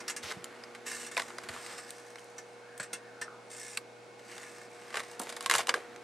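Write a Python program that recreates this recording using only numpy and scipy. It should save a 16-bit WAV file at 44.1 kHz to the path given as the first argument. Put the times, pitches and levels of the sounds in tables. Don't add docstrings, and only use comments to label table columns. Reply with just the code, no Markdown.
import sys
import numpy as np
from scipy import signal
from scipy.fft import rfft, irfft, next_fast_len
from scipy.io import wavfile
from scipy.ndimage import uniform_filter1d, map_coordinates

SR = 44100
rng = np.random.default_rng(int(sys.argv[2]) if len(sys.argv) > 2 else 0)


def unload_audio(sound):
    columns = np.transpose(np.atleast_2d(sound))
    steps = np.round(np.clip(columns, -1, 1) * 32767)
    wavfile.write(sys.argv[1], SR, steps.astype(np.int16))


N = 266143
TIME_S = np.arange(N) / SR
COARSE_S = TIME_S[::32]

# time in seconds, relative hum and fan rumble in dB.
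OVEN_LEVELS = [(0, -55, -55), (.8, -54, -61), (1.5, -54, -56), (2.1, -53.5, -65.5), (3.1, -53, -60),
               (3.6, -54.5, -61.5), (4.2, -54, -61.5), (4.8, -53, -61), (5.3, -52, -58.5), (6, -51, -57)]
# mains harmonic number, relative level in dB.
HUM_PARTIALS = [(1, -41.5), (2, -17.5), (3, -26.5), (4, -21), (6, -16), (8, -2.5), (10, -23), (12, -12),
                (14, -28), (18, -21), (26, -19.5)]
STANDING_HARMONICS = [2, 4, 6, 12]
# time in seconds, then gain in dB of each such harmonic.
STANDING_GAINS = [(0, -2, 7, 6, -5), (.9, 0.5, 12, 8.5, -4), (1.45, 3, 7.5, 7, -2), (2, -1, -2.5, -4, 0.5),
                  (3, 1.5, -4, -7, -1.5), (3.6, 4, 4, -16, -5), (4.3, 1, 0, 3.5, 0), (5.1, -1, -2, -2, 3),
                  (5.65, -4.5, 5, 4, 5), (6.03, -4, -2, 0, 1)]
# frequency in Hz, gain in dB.
RUMBLE_SPECTRUM = [(25, -57), (55, -41), (100, -14), (170, -12), (228, -0.5), (290, -5), (370, 0.5),
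                   (470, -11.5), (800, -13), (1600, -41.5)]
AIR_SPECTRUM = [(30, -62), (100, -25), (250, -5.5), (420, 2.5), (680, 0.5), (950, -2.5), (1550, -5.5),
                (2000, -8.5), (2550, -7), (3000, -13), (4200, -13), (6500, -17.5), (8600, -19.5),
                (11000, -27), (16000, -55)]
# centre in Hz, width in Hz, relative height in dB.
VENT_MODES = [(632, 19, 7.5), (832, 77, 7.5), (1200, 12, -13), (1467, 33, 12.5), (1840, 110, -6),
              (2080, 35, -30)]
# frequency in Hz, coherence from 0 to 1.
FAN_COHERENCE = [(60, 0.17), (150, 0.53), (380, 0.79), (950, 0.46), (2380, 0.58), (5980, 0.69),
                 (15000, 0.16)]
# start and end in seconds, relative level in dB, rise in seconds, sag in
# dB per second, treble, mains pulsing and frying pops in dB, low, middle and top ring in Hz,
# the three ring gains in dB, notch in Hz.
ARC_SPELLS = [(0.855, 1.07, -40.5, 0.0086, 34, 5, 5.5, 14, 1760, 2760, 7250, 1, 0, -8, 3200),
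              (1.123, 1.43, -46.5, .016, 46, 1.5, 8, 21, 1820, 7300, 8400, -1, -6, -6, 6400),
              (1.423, 1.857, -47.5, .23, 30, 3, 4.5, 20.5, 1760, 5000, 8100, -14, -2, -3, 6500),
              (1.861, 2.6, -51.5, .01, 28.5, 1.5, 7, 26.5, 1800, 6000, 9200, -12, -15, -9, 7160),
              (3.498, 3.757, -50, .004, 10, 5.5, 7, 18, 1800, 7350, 8800, -5, 0, -7, 6700),
              (3.511, 3.76, -49, 0.1, 60, 6, 8, 17, 2090, 5900, 8800, 6, 2, 6, 3080),
              (4.202, 4.653, -45.5, .11, 25, -1.5, 5, 21, 1850, 2200, 8200, -2, -5, -17, 3230),
              (4.694, 5.137, -56, .01, -16, -1.5, 12, 18, 1800, 5200, 8400, -16, -19, -12, 7000)]
# start in seconds, relative level and treble in dB, low, middle and top
# ring in Hz, the three ring gains in dB, notch in Hz.
ARC_FLARES = [(.002, -30.5, -11, 1800, 5750, 8300, -5, -5, -5.5, 4200),
              (0.0791, -28, 3, 1840, 5600, 8600, 6.5, 1, -3, 4250),
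              (0.0963, -27.5, 1.5, 2030, 7200, 8300, -1, 0, -13, 4200),
              (.163, -31, 2.5, 1900, 6300, 8650, -6, -4, -1, 4750),
              (1.064, -35, -1.5, 1730, 5800, 8300, -3, -4, -8, 3250),
              (1.1128, -35, -1, 1750, 7400, 8400, -4, -2, -9, 6400),
              (1.78, -34, -2, 1750, 7740, 8400, -4, -5, -11, 6400),
              (2.381, -37.5, -1, 1830, 5850, 6900, 1, 4, -10, 8400),
              (2.7977, -24.5, -14.5, 1780, 4460, 8100, 1, -16, 9.5, 3200),
              (2.828, -33.5, -1.5, 1770, 7500, 8500, 1, -4, 0, 3200),
              (2.93, -27.5, 2, 1800, 2850, 8800, -2, -1, -3, 6940),
              (3.2132, -26.5, -6.5, 1750, 5500, 8700, 6.5, 0, 5, 7000)]
# frequency in Hz, gain in dB.
HISS_SPECTRUM = [(30, -43), (100, -17), (500, -4), (850, -12), (1150, -2), (2300, -4), (3300, -7),
                 (5500, -2.5), (8800, -1.5), (10000, -8.5), (12500, -14.5), (14000, -20), (16000, -44)]
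# centre in Hz, width in Hz, relative height in dB.
CAVITY_MODES = [(1020, 93, 4.5), (1217, 65, 3), (1466, 62, 2.5), (1756, 165, 6.5), (2117, 85, 3.5),
                (2680, 190, -1.5), (5680, 560, -14), (8170, 630, -13)]
# frequency in Hz, T60 in seconds.
CAVITY_DECAY = [(500, 0.12), (2000, 0.13), (8000, 0.11), (14000, 0.061)]
# frequency in Hz, gain in dB.
PLASTIC_SPECTRUM = [(30, -54), (80, -12), (250, -16.5), (550, -0.5), (1000, 1), (2000, 1), (2700, -5),
                    (5000, -10), (8500, -8.5), (12000, -16), (16000, -59)]
# time in seconds, relative level in dB.
SMOULDER_LEVELS = [(.2, -55), (.52, -54.5), (.95, -59.5), (1.6, -51.5), (2.05, -68), (4.3, -78),
                   (4.85, -55.5), (6, -57)]
# peak time in seconds, relative level in dB, length in seconds, treble in dB.
CRACKLE_FLURRIES = [(0.236, -43.5, 0.03, 3), (0.29, -56, 0.14, 0), (0.315, -44.5, 0.073, -3),
                    (1.439, -48.5, 0.04, -3), (1.544, -47, 0.16, -1.5), (1.714, -45, 0.14, -11),
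                    (4.373, -52, 0.057, -11), (4.958, -40.5, 0.059, -15), (4.996, -37.5, 0.02, 0),
                    (5.264, -53.5, 0.22, 4.5), (5.3, -43.5, 0.014, 6), (5.44, -49, 0.081, 3),
                    (5.534, -33, 0.07, -0.5), (5.55, -31.5, 0.048, 2.5), (5.594, -34, 0.056, -1.5),
                    (5.699, -31, 0.028, -13), (5.759, -44, 0.11, -5.5)]
# start and length in seconds, level in dB, low and high edge in Hz.
GAS_PUFFS = [(0.228, 0.091, -43, 590, 5260), (4.285, 0.072, -58, 1500, 3200)]
# start in seconds, relative peak in dB, pitch in Hz, T60 in seconds.
KNOCKS = [(.239, -52, 107, .1), (.318, -54, 196, .1), (0.367, -40, 163, .1), (1.17, -28, 680, .06),
          (1.177, -31, 600, .04), (1.435, -49.5, 148, .1), (1.494, -50, 92, .14), (2.8, -44.5, 148, 0.091),
          (2.8, -37, 510, 0.073), (4.943, -33, 900, .04), (4.97, -34, 750, .08), (5.198, -38, 271, 0.087),
          (5.2, -26.5, 800, 0.071), (5.222, -34, 835, 0.065), (5.5392, -25, 900, 0.018),
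          (5.547, -36, 514, .08), (5.552, -26, 910, .02), (5.554, -46, 134, .1), (5.604, -32, 900, .03),
          (5.683, -25.5, 720, 0.045), (5.692, -20.5, 790, 0.044), (5.696, -35.5, 343, 0.11),
          (5.701, -32, 514, 0.11), (5.741, -27, 460, 0.094), (5.776, -33.5, 530, 0.061)]
# start in seconds, relative level in dB, tilt in dB per octave,
# jolt as a ratio to the tearing, rattle in dB.
CASING_CRACKS = [(.3069, -42, -0.5, 5.3, -21), (0.3138, -39.5, -3.5, 14, -14),
                 (0.3218, -38.5, -1.5, 3.6, -20), (0.4428, -42, 6, 2.4, -25), (.4573, -55, -3, 4.5, -14),
                 (0.6383, -45.5, -2.5, 4.5, -9), (0.7495, -44.5, -2.5, 5, -4),
                 (1.168, -32.5, -1.5, 6.5, -4), (1.177, -28, -2, 11, -11), (1.181, -33.5, -5.5, 8.2, -12),
                 (1.196, -34.5, -1.5, 7, -11), (1.1992, -31, -2, 11, -10), (1.2198, -37.5, 0, 4.4, -10),
                 (1.284, -53, 3, 4, -12), (1.3032, -46.5, -4.5, 4.4, -8), (1.384, -36.5, -1.5, 3, -19),
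                 (1.488, -41.5, 0.5, 10, -18), (1.491, -43, -2, 4.8, 3.5), (1.435, -54, 4.5, 4, -8),
                 (1.651, -52, -2, 3.7, -14), (1.663, -43.5, 1.5, 3, -12), (1.726, -47, 0, 5.8, -16),
                 (1.906, -47.5, 8, 3.8, -20), (2.1574, -45, -2.5, 4.4, -20), (2.1835, -53, -2, 6, -18),
                 (2.244, -65, 8.5, 5, -16), (2.7778, -60.5, 12, 5, 2), (2.7976, -55, -9.5, 6, -17),
                 (3.214, -49, -7.5, 4.2, 1), (3.773, -35.5, 4.5, 1.9, -26), (3.7758, -37, 2, 3.9, -28),
                 (4.194, -55, 0, 4, -5), (4.38, -45, 1.5, 5, -20), (4.439, -51, 0, 6, -18),
                 (4.821, -55, -2, 5, -16), (4.928, -47, -4, 6, -16), (4.905, -47, -2, 6, -14),
                 (4.9428, -34.5, -5, 6.6, -12), (4.9554, -36, -0.5, 6.2, -3), (4.97, -31, -3, 4.7, -4.5),
                 (4.972, -35, -3.5, 5.9, -11), (5.002, -37, -2, 4.2, -10), (5.035, -47.5, 1, 4.4, -6),
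                 (5.114, -53.5, 6, 5, -9), (5.1953, -43, 6, 3.3, -10), (5.198, -53.5, 13.5, 4.6, -14),
                 (5.2152, -51.5, 11, 2, 9.5), (5.235, -53, 8.5, 4.4, -18), (5.2705, -45.5, -6.5, 7.8, -20),
                 (5.2924, -42.5, 3, 5.4, -5), (5.3249, -42, 1.5, 3, -6), (5.341, -63, 6, 5, -9),
                 (5.3654, -44.5, 6, 6, -7), (5.3679, -40.5, -2, 6, -4), (5.408, -37, 2, 9.1, -11),
                 (5.426, -50, 8, 6, -12), (5.4613, -27.5, 1, 15, -10), (5.4981, -25, 1, 10, -13),
                 (5.5, -29.5, -2, 4, -2), (5.5122, -22, 1, 15, -12), (5.5208, -30, 0, 14, -22),
                 (5.539, -26, 1.5, 6.5, -13), (5.552, -24.5, -1, 11, -9), (5.561, -39, 8.5, 6, -11),
                 (5.582, -29, 3.5, 2.4, -4), (5.592, -41, -9.5, 6, -9), (5.6043, -35.5, -2, 5.7, -5),
                 (5.611, -37, 0, 6, -11), (5.6711, -35, 2.5, 7, -15), (5.6838, -39, 1, 4, -14),
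                 (5.6912, -25.5, -1, 2.4, -12), (5.6945, -25.5, -1.5, 2.6, -24),
                 (5.7408, -28, -2, 3.8, -11), (5.9615, -49, 0, 4.4, -14)]
# low and high edge in Hz, gain in dB.
CRACK_SPECTRUM = [(379, 1254, 9), (1100, 2285, 20.5), (3010, 5560, 16.5), (6250, 10900, 12),
                  (12800, 14400, -5)]
# centre in Hz, width in Hz, relative height in dB.
CASING_MODES = [(670, 114, -2), (1055, 210, 0), (1574, 30, -13), (2050, 120, -13.5), (2870, 130, -5),
                (3920, 430, -6), (4850, 94, -14), (7170, 420, -4.5), (7940, 420, 0), (8800, 890, -3.5)]
# start in seconds, relative level in dB, pitch in Hz.
BLISTER_PINGS = [(0.637, -37, 5000), (1.169, -19.5, 2430), (1.49, -33.5, 4370), (1.563, -31, 1160),
                 (3.281, -33.5, 1380), (2.185, -43, 3030), (3.773, -26, 2710), (3.774, -27.5, 2250),
                 (3.775, -31, 4430), (5.4985, -16, 1980), (5.693, -20.5, 4600), (5.6925, -26, 6500),
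                 (5.5125, -16.5, 2100), (5.7409, -14.5, 1585)]
# time in seconds, pitch in Hz, level in dB.
SQUEAL_PATH = [(2.55, 1450, -71), (2.72, 1584, -57), (2.86, 1740, -65), (3.05, 1650, -60),
               (3.25, 1452, -61), (3.29, 1368, -58), (3.35, 1238, -54), (3.4, 1150, -59.5),
               (3.47, 1080, -79)]
# frequency in Hz, gain in dB.
ROOM_SEND = [(100, -15), (300, -9), (650, -6), (1100, -7.5), (2300, -11), (4000, -7), (12000, -11.5)]
# frequency in Hz, T60 in seconds.
ROOM_DECAY = [(150, 0.41), (700, 0.11), (2500, 0.042), (8000, 0.062), (14000, 0.11)]
# frequency in Hz, depth for casing and for arc in radians.
PORT_SKEW = [(500, 0.081, .1), (1480, 0.21, 0.097), (3200, 0.37, 0.048), (5560, 0.29, 0.069),
             (8700, 0.7, 0.57), (11400, 0.6, 0.11)]
# frequency in Hz, left minus right in dB.
CHANNEL_BALANCE = [(120, -2.5), (600, -0.5), (1400, 0.2), (5000, -1.3), (14000, -0.2)]

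MAINS_HZ = 60


def amp(db):
    return 10 ** (np.asarray(db) / 20)


def unit(x):
    return x / np.sqrt(np.mean(x ** 2) + 1e-20)


def along(points, hz):
    knots_hz, values = np.transpose(points)
    return np.interp(np.log(hz + 1), np.log(knots_hz + 1), values)


def curves(rows):
    times_s, *columns = np.transpose(rows)
    return [np.interp(TIME_S, times_s, column) for column in columns]


def wobble(rate_hz):
    return map_coordinates(rng.standard_normal(int(N * rate_hz / SR) + 4), [TIME_S * rate_hz])


def add(track, start_s, sound):
    part = track[..., max(0, round(start_s * SR)):][..., :sound.shape[-1]]
    part += sound[..., :part.shape[-1]]


def coloured(x, gain):
    size = 2 * next_fast_len(N // 2 + SR // 4)
    hz = np.fft.rfftfreq(size, 1 / SR)
    cepstrum = irfft(np.log(np.maximum(gain(hz), 1e-6)), size)
    cepstrum[1:size // 2] *= 2
    cepstrum[size // 2 + 1:] = 0
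    return irfft(rfft(x, size) * np.exp(rfft(cepstrum)), size)[..., :N]


def bandpass(x, edges_hz, order=3):
    return signal.sosfilt(signal.butter(order, edges_hz, "band", fs=SR, output="sos"), x)


def tilted(x, treble_db, split_hz=3300):
    body = signal.sosfilt(signal.butter(2, split_hz, fs=SR, output="sos"), x)
    treble = signal.sosfilt(signal.butter(2, split_hz, "high", fs=SR, output="sos"), x)
    return body - amp(treble_db) * treble


def humps(modes, hz, lift_db=0):
    peaks = sum(amp(db) / (1 + (2 * (hz - centre_hz) / width_hz) ** 2)
                for centre_hz, width_hz, db in modes)
    return 1 + amp(lift_db) * peaks


def pair(mid, side):
    return np.array([mid + side, mid - side])


def rush(gain):
    def spread_rad(hz):
        return np.arccos(along(FAN_COHERENCE, hz)) / 2
    mid = coloured(rng.standard_normal(N), lambda hz: gain(hz) * np.cos(spread_rad(hz)))
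    side = coloured(rng.standard_normal(N), lambda hz: gain(hz) * np.sin(spread_rad(hz)))
    return unit(pair(mid, side))


def oven(whine_hz=2183, whine_db=-65, wander_rad=0.46, air_db=-54.5):
    hum_db, rumble_db = curves(OVEN_LEVELS)
    standing_db = dict(zip(STANDING_HARMONICS, curves(STANDING_GAINS)))
    hum = np.zeros(N)
    for harmonic, db in HUM_PARTIALS:
        level = amp(db + standing_db.get(harmonic, 0) + 0.6 * wobble(2))
        hum += level * np.sin(2 * np.pi * (harmonic * MAINS_HZ * TIME_S + rng.random()))
    whine_level = amp(whine_db + 1.1 * wobble(5))
    whine = whine_level * np.sin(2 * np.pi * whine_hz * TIME_S + wander_rad * wobble(11))
    rumble = amp(rumble_db - 1.66) * rush(lambda hz: amp(along(RUMBLE_SPECTRUM, hz)))
    air = rush(lambda hz: amp(along(AIR_SPECTRUM, hz)) * humps(VENT_MODES, hz, lift_db=-8.5))
    return np.sqrt(2) * amp(hum_db) * hum + whine + rumble + amp(air_db) * air


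def ringing(x, low_hz, middle_hz, top_hz, low_db, middle_db, top_db, notch_hz):
    def band(hz, q):
        return signal.lfilter(*signal.iirpeak(hz, q, fs=SR), x)
    modes = [(low_hz, low_db), (middle_hz, middle_db), (top_hz, top_db)]
    rings = sum(amp(db) * band(hz, q=10.2) for hz, db in modes)
    return x + rings - 0.45 * band(notch_hz, q=18)


def arc_flares(attack_s=0.0014, t60_s=0.06):
    out, t = np.zeros(N), np.arange(SR // 10) / SR
    for start_s, db, treble_db, *rings in ARC_FLARES:
        envelope = amp(db - 60 * t / t60_s) * (1 - np.exp(-t / attack_s))
        spark = envelope * rng.standard_normal(len(t))
        add(out, start_s, ringing(tilted(spark, treble_db), *rings))
    return out


def spell_envelope(start_s, end_s, db, rise_s, sag_db_per_s, climb_db=18.5, quench_db_per_s=450):
    age_s = COARSE_S - start_s
    level_db = db + climb_db * np.minimum(age_s / rise_s - 1, 0)
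    level_db -= sag_db_per_s * np.maximum(age_s - rise_s, 0)
    level_db -= quench_db_per_s * np.maximum(COARSE_S - end_s, 0)
    return np.interp(TIME_S, COARSE_S, amp(np.maximum(level_db - 2, -200)))


def arc_spells(fire_s=0.0136, pops_per_s=45):
    firing = uniform_filter1d(1 - 2 * ((TIME_S - fire_s) * MAINS_HZ % 1), size=88)
    sputter_db = 1.5 * wobble(1200) + 1.57 * wobble(70)
    pops = (rng.random(N) < pops_per_s / SR) * rng.standard_normal(N)
    out = np.zeros(N)
    for start_s, end_s, db, rise_s, sag_db_per_s, treble_db, pulse_db, pop_db, *rings in ARC_SPELLS:
        hiss = unit(amp(sputter_db + pulse_db * firing) * rng.standard_normal(N))
        spark = spell_envelope(start_s, end_s, db, rise_s, sag_db_per_s) * (hiss + amp(pop_db) * pops)
        out += ringing(tilted(spark, treble_db), *rings)
    return out


def arc():
    sparks = arc_spells() + arc_flares()
    direct = coloured(sparks, lambda hz: amp(along(HISS_SPECTRUM, hz)) * humps(CAVITY_MODES, hz))
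    return 0.88 * direct + 0.63 * wandering_echo(direct, CAVITY_DECAY, side_db=-11)


def flurry_db(peak_s, db, length_s, rise_db=39, fall_db=21):
    lengths = (COARSE_S - peak_s) / length_s
    return db + np.minimum(rise_db * lengths, -fall_db * lengths)


def blend(noise, swells):
    body_power = sum(amp(2 * db) for db, _ in swells) + 1e-20
    treble_power = sum(amp(2 * (db + treble_db)) for db, treble_db in swells) + 1e-20
    level = np.interp(TIME_S, COARSE_S, np.sqrt(body_power))
    tilt_db = np.interp(TIME_S, COARSE_S, 10 * np.log10(treble_power / body_power))
    return tilted(noise * level, tilt_db)


def crackle(grains_per_s=5000, spread_db=3.5, smoulder_treble_db=-9.5, wake_treble_db=-2):
    present = rng.random(N) < grains_per_s / SR
    sizes = amp(spread_db * np.minimum(rng.exponential(size=N), 3.5)) * rng.choice([-1, 1], N)
    grains = coloured(present * sizes, lambda hz: amp(along(PLASTIC_SPECTRUM, hz)))
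    swells = [(np.interp(COARSE_S, *np.transpose(SMOULDER_LEVELS)), smoulder_treble_db)]
    swells += [(flurry_db(*shape), treble_db) for *shape, treble_db in CRACKLE_FLURRIES]
    for start_s, db, _, _, rattle_db in CASING_CRACKS:
        wake_db = flurry_db(start_s, db + rattle_db - 1.5, length_s=0.038)
        swells.append((np.where(COARSE_S < start_s, -np.inf, wake_db), wake_treble_db))
    return blend(unit(grains), swells)


def puffs(attack_s=0.0016, t60_s=0.044):
    out, t = np.zeros(N), np.arange(SR // 3) / SR
    for start_s, length_s, db, *edges_hz in GAS_PUFFS:
        envelope = (1 - np.exp(-t / attack_s)) * amp(db - 60 * np.maximum(t - length_s, 0) / t60_s)
        jet = unit(bandpass(rng.standard_normal(len(t)), edges_hz, order=2))
        add(out, start_s, envelope * jet)
    return out


def knocks(jolt=13.3):
    out, t = np.zeros(N), np.arange(SR // 4) / SR
    for start_s, db, hz, t60_s in KNOCKS:
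        force = rng.standard_normal(len(t)) * amp(-60 * t / t60_s)
        force[0] += jolt
        knock = bandpass(force, [hz * 0.69, hz * 1.55])
        add(out, start_s, amp(db - 1) * knock / np.abs(knock).max())
    return out


def cracks(tear_s=0.0014, rattle_t60_s=0.057, pivot_hz=2560):
    out, t = np.zeros(N), np.arange(SR // 12) / SR
    for start_s, db, tilt_db_per_octave, jolt, rattle_db in CASING_CRACKS:
        envelope = np.exp(-t / tear_s) + amp(rattle_db - 60 * t / rattle_t60_s)
        force = envelope * rng.standard_normal(len(t))
        force[0] -= jolt
        for low_hz, high_hz, band_db in CRACK_SPECTRUM:
            band = bandpass(force, [low_hz, high_hz])
            octaves = np.log2(np.sqrt(low_hz * high_hz) / pivot_hz)
            gain = amp(db + band_db + tilt_db_per_octave * octaves)
            add(out, start_s, gain * band / np.linalg.norm(band))
    return coloured(out, lambda hz: humps(CASING_MODES, hz, lift_db=3.5))


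def pings(attack_s=0.00012, t60_s=0.018):
    out, t = np.zeros(N), np.arange(SR // 15) / SR
    for start_s, db, hz in BLISTER_PINGS:
        envelope = amp(db - 60 * t / t60_s) * (1 - np.exp(-t / attack_s))
        add(out, start_s, envelope * np.sin(2 * np.pi * hz * t))
    return bandpass(out, [600, 12000], order=2)


def squeal(width_hz=520):
    hz, db = curves(SQUEAL_PATH)
    phase = 2 * np.pi * np.cumsum(hz) / SR
    return amp(db) * (wobble(width_hz) * np.sin(phase) + wobble(width_hz) * np.cos(phase))


def echo(x, decay, side_db):
    hz, t, spectra = signal.stft(rng.standard_normal((2, SR // 4)), SR, nperseg=128)
    fade = amp(-60 * t / along(decay, hz)[:, None])
    _, tail = signal.istft(spectra * fade, SR, nperseg=128)
    mid, side = signal.fftconvolve(x[None], tail / np.linalg.norm(tail[0]), axes=1)[:, :len(x)]
    return pair(mid, amp(side_db) * side)


def wandering_echo(x, decay, side_db, block=10240):
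    out, window, hop = np.zeros((2, N)), signal.windows.cosine(block), block // 2
    padded = np.pad(x, (hop, block))
    for i in range(0, N, hop):
        piece = np.pad(padded[i:i + block] * window, (0, block))
        wet = echo(piece, decay, side_db)
        add(out, (i - hop) / SR, wet[:, max(0, hop - i):])
    return out


def ports(x, depths, bounce_s=0.0011):
    size = next_fast_len(N + SR // 4)
    hz = np.fft.rfftfreq(size, 1 / SR)
    skew_rad = along(depths, hz) * np.sin(2 * np.pi * hz * bounce_s)
    return irfft(rfft(x, size) * np.exp(1j * pair(0, skew_rad)), size)[:, :N]


def scene():
    burning = cracks() + crackle() + pings() + puffs() + knocks() + squeal()
    send = coloured(burning, lambda hz: amp(along(ROOM_SEND, hz)))
    room = wandering_echo(send, ROOM_DECAY, side_db=-14.5)
    casing_skew = [(hz, rad) for hz, rad, _ in PORT_SKEW]
    arc_skew = [(hz, rad) for hz, _, rad in PORT_SKEW]
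    return oven() + ports(burning + room, casing_skew) + ports(arc(), arc_skew)


def record(dry):
    top_hz = 16300
    size = next_fast_len(N + SR // 4)
    hz = np.fft.rfftfreq(size, 1 / SR)
    balance = amp(pair(0, along(CHANNEL_BALANCE, hz) / 2))
    return irfft(rfft(dry, size) * balance * (hz < top_hz), size)[:, :N]


dry = scene()
out = record(dry)
unload_audio(out)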